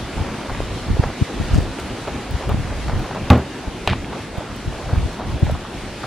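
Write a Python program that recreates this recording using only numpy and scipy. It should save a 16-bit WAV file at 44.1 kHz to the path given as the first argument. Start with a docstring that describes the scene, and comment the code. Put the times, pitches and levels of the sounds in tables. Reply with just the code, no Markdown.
"""A child's steps on bark chippings and then a gritty wooden deck: swells of tiny cracks, chip clicks, snaps.
Close on the hand-held camera, two sharp knocks ring casing and body modes; the first booms and overloads.
Faint thin treble ticks, like small glitches of the camera or microphone, are short noise bursts. Light wind on
the two ports rumbles as gusted noise and puffs as low pressure pulses, one of which is a knock's low push.
Behind it all, trees rush steadily: coloured noise with leaf hiss."""
import sys
import numpy as np
from scipy import signal
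from scipy.fft import rfft, irfft, next_fast_len
from scipy.io import wavfile
from scipy.ndimage import uniform_filter1d, map_coordinates

SR = 44100
rng = np.random.default_rng(int(sys.argv[2]) if len(sys.argv) > 2 else 0)


def store_wav(level_fs):
    """Save 16-bit WAV to argv[1]."""
    pcm = np.round(np.clip(np.atleast_2d(level_fs), -1, 1) * 32767)
    wavfile.write(sys.argv[1], SR, pcm.T.astype(np.int16))


N = 267334

# In all tables the dB values are relative: each source adds its own trim or scales the colour.
# Footfalls and scuffs on bark, then deck: start_s, level_db, swell_length_s, centre_hz
FOOTFALLS = [(0.172, -34.5, 0.16, 780), (0.446, -31.5, 0.054, 760), (0.496, -28, 0.024, 895),
             (0.546, -36, 0.014, 1400), (0.963, -36.5, 0.079, 650), (1.029, -30.5, 0.038, 1050),
             (1.56, -32, 0.12, 537), (1.536, -41.5, 0.11, 5500), (1.602, -48, 0.073, 1700),
             (1.784, -35, 0.03, 1590), (1.789, -44, 0.035, 6600), (2.073, -26, 0.031, 780),
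             (2.354, -39, 0.027, 700), (2.385, -32, 0.098, 664), (2.492, -23, 0.031, 720),
             (2.878, -30, 0.069, 1060), (3.04, -34, 0.05, 950), (3.149, -27.5, 0.032, 785),
             (4.125, -34, 0.051, 910), (4.375, -33.5, 0.06, 700), (4.721, -38, 0.098, 700),
             (4.776, -36, 0.11, 700), (4.89, -31.5, 0.085, 920), (5.191, -33.5, 0.082, 860),
             (5.465, -34, 0.063, 760), (5.552, -29.5, 0.014, 750), (5.644, -40, 0.045, 1100),
             (6.03, -30, 0.027, 1000)]
# Colour of a step centred on 1 kHz, moved to each step's centre: frequency_hz, density_db_per_hz
CRUNCH_COLOUR = [(150, -15), (450, 8.5), (1000, 10), (1700, 2), (2500, -12), (5000, -13), (12000, -45)]
# Single chips and boards that snap or clack: start_s, level_db, pitch_hz, length_cycles
WOOD_SNAPS = [(0.182, -12.5, 790, 5.3), (0.549, -16, 1600, 5), (0.604, -3.5, 490, 2.4),
              (0.969, -12.5, 427, 6), (1.007, -17, 900, 9), (1.0375, -8, 526, 6), (1.038, -9, 1540, 6),
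              (1.0395, -17, 950, 10), (1.102, -17, 920, 7), (1.546, -15, 1340, 6.9), (1.546, -19, 6800, 9),
              (1.787, -19.5, 2620, 9), (1.787, -16, 420, 5), (1.9, -16, 2800, 4), (2.08, -14, 660, 5),
              (2.356, -19, 900, 6.2), (2.437, -19, 900, 7), (2.495, -19, 1100, 5), (2.519, -15, 950, 5.2),
              (2.897, -10, 840, 4.5), (2.936, -16, 950, 5.4), (3.111, -13, 830, 6.9), (3.132, -19, 1190, 5),
              (3.16, -14.5, 940, 7), (3.9328, -4.5, 1000, 5.3), (4.046, -15, 2160, 5.7),
              (4.374, -17, 700, 7), (4.899, -18, 790, 6.7), (4.959, -14, 1150, 6), (4.985, -19, 2500, 8.3),
              (5.467, -14.5, 1900, 6), (5.467, -14.5, 800, 6.7), (5.497, -9, 603, 9), (5.551, -16, 1100, 6),
              (5.65, -19, 1080, 6.4), (6.039, -14, 1280, 11), (6.043, -15, 705, 6.8)]
# Knocks and rebounds on the camera; the contact damps the click:
# start_s, click_db, favoured_pitch_hz, contact_t60_s, thud_db, rattle_db
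CAMERA_KNOCKS = [(3.3021, 0.5, 3700, 0.055, -33, -31), (3.3049, 5.5, 950, 0.26, -1.5, -31),
                 (3.318, -25, 1200, 0.01, -12, -37), (3.3321, -13, 2000, 0.01, -16.5, -33),
                 (3.346, -28, 700, 0.01, -17, -40), (3.8752, 1, 2900, 0.0087, -46, -24),
                 (3.8762, -4.5, 650, 0.0076, -44, -21), (3.878, -9, 3400, 0.01, -25, -18.5),
                 (3.8996, -11, 3100, 0.012, -23, -27.5), (3.91, -24, 900, 0.008, -21, -29),
                 (3.9233, -27, 2900, 0.03, -29, -31)]
# Modes of the hard casing, which clicks at every contact: pitch_hz, level_db, t60_s
CASING_MODES = [(565, -1, 0.009), (820, 0.5, 0.036), (1150, -3.5, 0.028), (1370, -2, 0.02),
                (1890, -16, 0.011), (2680, -3.5, 0.017), (3020, -13, 0.0081), (3700, -2.5, 0.0069),
                (4400, -17, 0.0098), (4950, -38, 0.0074), (6200, -12, 0.0087)]
# Modes of the camera body and the hand that holds it: pitch_hz, level_db, t60_s
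BODY_MODES = [(76, -4, 0.22), (122.6, -1.5, 0.19), (195, -4, 0.15), (249, -7.5, 0.21), (405, -17, 0.13),
              (500, -25, 0.15), (530, -29, 0.15), (663, -30, 0.12), (810, -34, 0.11), (1150, -39, 0.089),
              (1470, -31, 0.13), (2000, -32, 0.13)]
# Colour of dry crackle, in rattle and splintering: frequency_hz, density_db_per_hz
CRACKLE_COLOUR = [(60, -20), (300, 15.5), (1000, 4), (1800, 5), (2600, 6), (3350, 3), (4000, -2),
                  (4700, -5), (8000, -31), (12000, -41)]
# Faint thin treble ticks, like small glitches of the camera or microphone: start_s, level_db
THIN_TICKS = [(1.6085, -25), (2.310, -22), (2.4935, -19), (2.994, -24), (3.3115, -17), (3.378, -26),
              (3.878, -21), (4.38, -25), (4.563, -25), (5.131, -30), (5.397, -29), (5.447, -30),
              (5.514, -26)]
# Single low pressure pulses: wind puffs, and at 3.924 s the low push of the second knock:
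# centre_s, level_db, pitch_hz, left_minus_right_db
PRESSURE_PULSES = [(0.212, -15, 85, 2), (0.226, -14.5, 95, 7), (0.903, -9, 151, -4), (0.933, -14, 75, 2),
                   (0.998, -0.5, 102, -3), (1.215, -11.5, 178, 5), (1.224, -2.5, 104, 3),
                   (1.402, -14, 191, 6), (1.414, -10.5, 100, 7), (1.514, -14, 96, -3), (1.538, -3, 68.6, 0),
                   (1.561, -11, 141, 18), (1.584, -6, 85.5, 12), (2.312, -22, 85, -2), (2.476, -15, 89, 0),
                   (2.545, -8, 135, 4), (2.892, -14.5, 123, 1), (2.937, -13, 100, 1.5), (2.996, -16, 85, 0),
                   (3.681, -14.5, 65.6, 1), (3.924, -21, 58, -7), (4.384, -14, 104, -5),
                   (4.678, -13, 85, 5), (4.936, -9.5, 92, 3), (4.98, -10, 92, -2.5), (4.991, -13, 102, -3),
                   (5.042, -12, 65.6, 0), (5.059, -9, 76, 2), (5.431, 0.5, 104, 2),
                   (5.481, -11.5, 90, -0.5), (5.524, -10.5, 109, -2)]
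# Gusts on the microphone: start_s, length_s, buffet_db
WIND_GUSTS = [(0, 0.027, -34), (0.166, 0.055, -27.5), (0.62, 0.36, -34), (0.9, 0.17, -24.5),
              (1.353, 0.13, -26.5), (1.528, 0.084, -19.5), (1.664, 0.029, -26.5), (2.317, 0.027, -25),
              (2.478, 0.11, -21.5), (2.62, 0.43, -27.5), (2.863, 0.15, -26), (3.787, 0.027, -36),
              (3.933, 0.085, -36.5), (4.54, 0.037, -31), (4.66, 0.049, -28), (4.835, 0.094, -27),
              (4.975, 0.081, -22), (5.287, 0.077, -24.5), (5.447, 0.11, -23)]
# Colour of wind on the ports: frequency_hz, density_db_per_hz
RUMBLE_COLOUR = [(12, -16), (25, -4.5), (45, 6), (75, 3), (115, -3.5), (170, -9.5), (260, -20.5),
                 (450, -30), (1200, -65)]
# Slow level curves of the trees: time_s, low_rush_db, leaf_hiss_db
TREE_LEVELS = [(0.0, -30, -40), (2.45, -31, -40), (3.24, -30.5, -41), (3.43, -31.5, -42),
               (4.42, -33, -42.5), (4.84, -31.5, -41.5), (6.06, -31.5, -41.5)]
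# Colour of the trees: frequency_hz, density_db_per_hz
RUSH_COLOUR = [(35, -50), (60, -31), (108, -2.5), (168, -5), (244, -2.5), (274, -4), (371, -5.5),
               (408, -8.5), (566, -9.5), (732, -11), (968, -13.5), (1440, -18), (3340, -28.5), (10000, -46),
               (16000, -74.5)]
# Stereo width at the close ports: frequency_hz, side_gain_db
PORT_WIDTH = [(60, -56), (200, -23), (330, -11.5), (600, -15), (1300, -14), (2400, -11.5), (4400, -3),
              (8100, 1), (12000, 12.5), (15000, 18)]

GUST_RISE_S, GUST_FALL_S = 0.024, 0.025  # time constants of every gust
SAG_DB_PER_S = 6  # a gust eases while it lasts
CALM_DB, CALM_SWING_DB = -40.5, 4.5  # the restless air between gusts, before the wind trim
STIFFEN, RELAX_S = 0.42, 0.018  # a blow tightens the grip: fractional rise of the lowest mode, time to relax
TOP_HZ = 16100  # band limit of the input


def amp(db):
    """Decibels to gain."""
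    return 10 ** (np.asarray(db) / 20)


def unit(x):
    """Scale to rms 1."""
    return x / np.sqrt(np.mean(x ** 2) + 1e-20)


def along(points, hz):
    """Interpolate (Hz, value) points on a log frequency axis."""
    f, v = np.transpose(points)
    return np.interp(np.log(hz + 1), np.log(f + 1), v)


def curves(rows):
    """One value per sample for each column after the time."""
    s, *cols = np.transpose(rows)
    return [np.interp(np.arange(N) / SR, s, c) for c in cols]


def wobble(rate):
    """A smooth random curve, rate knots a second."""
    knots = rng.standard_normal(int(N * rate / SR) + 4)
    return map_coordinates(knots, [np.arange(N) * rate / SR])


def filtered(x, response):
    """Filter x by a real or complex response of frequency."""
    n = x.shape[-1]
    m = next_fast_len(n + SR // 4)
    return irfft(rfft(x, m) * response(np.fft.rfftfreq(m, 1 / SR)), m)[..., :n]


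def resonance(f, hz, width):
    """Causal response of one resonance, with its width in Hz."""
    return 1j * f * width / (hz * hz - f * f + 1j * f * width)


def noise(spectrum, size):
    """Two unrelated noises of the given colour, scaled together to rms 1."""
    return unit(filtered(rng.standard_normal((2, size)), lambda f: amp(along(spectrum, f))))


def ring(t, hz, t60):
    """One damped mode, a sine that falls 60 dB in t60 seconds."""
    return np.sin(2 * np.pi * hz * t) * amp(-60 * t / t60)


def cracks(per_s, size, spread_db=4):
    """Two trains of tiny random cracks, a few much larger than the rest, rms 1."""
    signs = rng.choice([-1, 1], (2, size))
    present = rng.random((2, size)) < per_s / SR
    return unit(present * signs * amp(spread_db * rng.standard_normal((2, size))))


def patchy(x, depth_db):
    """Let each band swell and fade on its own, in patches of a few hundred Hz and a tenth of a second."""
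    spectra = signal.stft(x, nperseg=512)[2]
    field = rng.standard_normal(spectra.shape[1:])
    field = uniform_filter1d(field, size=3, axis=0)  # across frequency
    field = uniform_filter1d(field, size=16, axis=1)  # across time
    return unit(signal.istft(spectra * amp(depth_db * unit(field)))[1][:, :N])


def add(track, s, sound):
    """Mix a sound in at time s."""
    part = track[..., max(round(s * SR), 0):][..., :sound.shape[-1]]
    part += sound[..., :part.shape[-1]]


def ports(pair, side_db=0):
    """Mid and side to left and right: the close ports agree in the bass and part in the treble."""
    mid = pair[0]
    side = filtered(pair[1], lambda f: amp(along(PORT_WIDTH, f) + side_db))
    return np.array([mid + side, mid - side])


def steps(level_db=1.8, grains_per_s=650, scuff=0.46, heel=0.66):
    """A sole presses many chips at once: a swell of tiny cracks in a broad woody band."""
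    out, t = np.zeros((2, N)), np.arange(SR // 3) / SR
    for s, db, length, hz in FOOTFALLS:
        grit = cracks(grains_per_s, len(t), spread_db=3.5) + scuff * rng.standard_normal((2, len(t)))
        crunch = unit(filtered(grit, lambda f: amp(along(CRUNCH_COLOUR, f * 1000 / hz))))
        load = heel + 3 * t / length  # the heel lands with part of the load at once
        add(out, s, amp(db + level_db) * crunch * load * np.exp(1 - load))
    return ports(out, side_db=-16)


def chips(level_db=1.0, count=10, scatter_s=0.035, spread_db=3, pitch_spread=0.31, cycles=6, pitch=1.42):
    """Every footfall flicks a few loose chips that click after it, each with its own size and pitch."""
    out, t = np.zeros((2, N)), np.arange(SR // 40) / SR
    for s, db, length, hz in FOOTFALLS:
        for when, size, tone, place in rng.standard_normal((count, 4)):
            f = min(pitch * hz * np.exp(pitch_spread * tone), SR / 4)
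            chip = ring(t, f, cycles / f) * np.array([[1], [place / 4]])  # mid, side
            delay = abs(when) * (length / 2 + scatter_s)
            chip_db = db + level_db + spread_db * np.clip(size, -2, 1)
            add(out, s + delay, amp(chip_db) * chip)
    return ports(out)


def snaps(level_db=-3, splinter=0.18, soften=3, swell=0.086):
    """A short woody ring that swells and dies, with a splintering edge; little reaches far above its pitch."""
    out, t = np.zeros((2, N)), np.arange(SR // 10) / SR
    for s, db, hz, cycles in WOOD_SNAPS:
        length = cycles / hz
        u = t / (swell * length)
        wood = np.sin(2 * np.pi * hz * t) * u * np.exp(1 - u)
        edge = splinter * noise(CRACKLE_COLOUR, len(t)) * amp(-60 * t / length)
        snap = filtered(wood + edge, lambda f: 1 / (1 + 1j * f / (soften * hz)) ** 2)
        add(out, s, amp(db + level_db) * snap)
    return ports(out, side_db=-26)


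def knocks(focus=0.73, rattle_t60=0.18, rattle_per_s=1100, clump_db=5.0, boom_db=4.0,
           rough_db=-11.0, rough_t60=0.33, soften_hz=7500):
    """The casing clicks, the body booms and loose parts rattle in bursts; both ports feel the boom alike."""
    clicks, boom, t = np.zeros((2, N)), np.zeros(N), np.arange(SR // 2) / SR
    gripped = t + STIFFEN * RELAX_S * (1 - np.exp(-t / RELAX_S))  # time runs fast while the grip is stiff
    for s, click_db, hz, contact_t60, thud_db, rattle_db in CAMERA_KNOCKS:
        # click and rattle are strongest near the pitch of the part that was hit
        shell = sum(amp(db) * abs(resonance(f, hz, focus * hz)) * ring(t, f, t60)
                    for f, db, t60 in CASING_MODES)
        click = shell * amp(click_db - 60 * t / contact_t60) * amp([[0], [-9]])  # mid, side
        bursts = cracks(rattle_per_s, len(t)) * amp(clump_db * wobble(204)[:len(t)])
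        rattle = unit(filtered(bursts, lambda f: amp(along(CRACKLE_COLOUR, f)) * resonance(f, hz, 3.0 * hz)))
        add(clicks, s, click + rattle * amp(rattle_db - 60 * t / rattle_t60))
        # each blow excites the body modes a little differently; only the lowest feels the grip
        modes = sum(amp(db + rng.normal(0, 1)) * ring(t if k else gripped, f, t60)
                    for k, (f, db, t60) in enumerate(BODY_MODES))
        shudder = unit(filtered(rng.standard_normal(len(t)), lambda f: resonance(f, 193, 580) ** 2))
        shudder = shudder * amp(rough_db - 60 * t / rough_t60)
        add(boom, s, amp(thud_db + boom_db) * (modes + shudder))
    boom = filtered(boom, lambda f: (1j * f / (30 + 1j * f)) ** 2)  # a light body carries no deep push
    both = ports(clicks, side_db=-6.0) + boom
    return filtered(both, lambda f: 1 / (1 + 1j * f / soften_hz) ** 2)


def ticks(level_db=1, low_hz=2500, high_hz=11000, t60=0.0027):
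    """Faint thin treble ticks, like small glitches: dry, decaying noise bursts, alike on both ports."""
    out, t = np.zeros(N), np.arange(SR // 100) / SR
    for s, db in THIN_TICKS:
        burst = rng.standard_normal(len(t)) * amp(-60 * t / t60)
        tick = filtered(burst, lambda f: (1j * f / (low_hz + 1j * f)) ** 2)
        add(out, s, amp(db + level_db) * tick / np.abs(tick).max())
    return filtered(out, lambda f: 1 / (1 + 1j * f / high_hz))


def pressure_pulses(level_db=-1, skew=0.23, churn=0.065, suck=0.36):
    """Each pulse is a push and a suck after it, offset in time between the ports, with churning noise on each."""
    out, t = np.zeros((2, N)), np.arange(SR // 10) / SR - .05  # time around the pulse's centre
    sides = np.array([[1], [-1]])  # left, right
    for s, db, hz, pan in PRESSURE_PULSES:
        u = np.pi * hz * t + sides * skew * np.tanh(pan / 2)
        swirl = filtered(rng.standard_normal((2, len(t))), lambda f: resonance(f, 271, 98) ** 2)
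        push = (1 - 2 * u * u - 2 * suck * u) * np.exp(-u * u)
        pulse = push + churn * unit(swirl) * np.exp(-np.abs(u) / 2) * 2
        add(out, s + t[0], amp(db + level_db + sides * pan / 2) * pulse)
    return out


def gusts():
    """Strength of the wind: every gust swells, sags and dies away alike, over restless calm air."""
    t = np.arange(N) / SR
    power = amp(CALM_DB + CALM_SWING_DB * wobble(10)) ** 2
    for s, length, db in WIND_GUSTS:
        edges = np.exp(np.minimum(t - s, 0) / GUST_RISE_S - np.maximum(t - s - length, 0) / GUST_FALL_S)
        sagging_db = db - SAG_DB_PER_S * np.clip(t - s, 0, length)
        power = power + (amp(sagging_db) * edges) ** 2
    return np.sqrt(power)


def wind(level_db=1.5, gust_db=-25, calm_side_db=-16, parting=0.68, lump_db=3.5):
    """Turbulence on the ports: the stronger the gust, the less the two agree on its small eddies."""
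    buffet_db = 20 * np.log10(gusts())
    mid, side = noise(RUMBLE_COLOUR, N)
    # even out the swings over 50 ms, so that gusts and lumps set the size
    mid = mid / np.sqrt(np.abs(uniform_filter1d(mid ** 2, size=2200)) + 0.035)
    side = filtered(side, lambda f: resonance(f, 175, 220) ** 2)
    side = unit(side) * amp(np.clip(-9.0 + parting * (buffet_db - gust_db), calm_side_db, 0))
    strength = amp(buffet_db + level_db + lump_db * wobble(25.04))
    return strength * np.array([mid + side, mid - side])


def trees(low_db=0.08, hiss_db=1, split_hz=2100, flutter_db=1.0):
    """A broad outdoor rush, with fluttering leaf hiss on top."""
    rush_db, leaf_db = curves(TREE_LEVELS)
    air = patchy(noise(RUSH_COLOUR, N), depth_db=1.4)
    low = filtered(air, lambda f: 1 / (1 + (f / split_hz) ** 4))
    rush = unit(low) * amp(rush_db + low_db + flutter_db * wobble(8.2))
    leaves = unit(air - low) * amp(leaf_db + hiss_db + flutter_db * wobble(13))
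    return ports(rush + leaves)


def scene():
    """Everything that reaches the two channels, from the steps to the trees."""
    return steps() + chips() + snaps() + knocks() + ticks() + pressure_pulses() + wind() + trees()


def record(dry):
    """The input overloads near full scale, with a dull edge, and keeps nothing above its band limit."""
    excess = dry - .95 * dry / (1 + np.abs(dry) ** 6) ** (1 / 6)
    clipped = dry - filtered(excess, lambda f: 1 / (1 + (f / 7000) ** 4))
    return filtered(clipped, lambda f: f < TOP_HZ)


dry = scene()
out = record(dry)
store_wav(out)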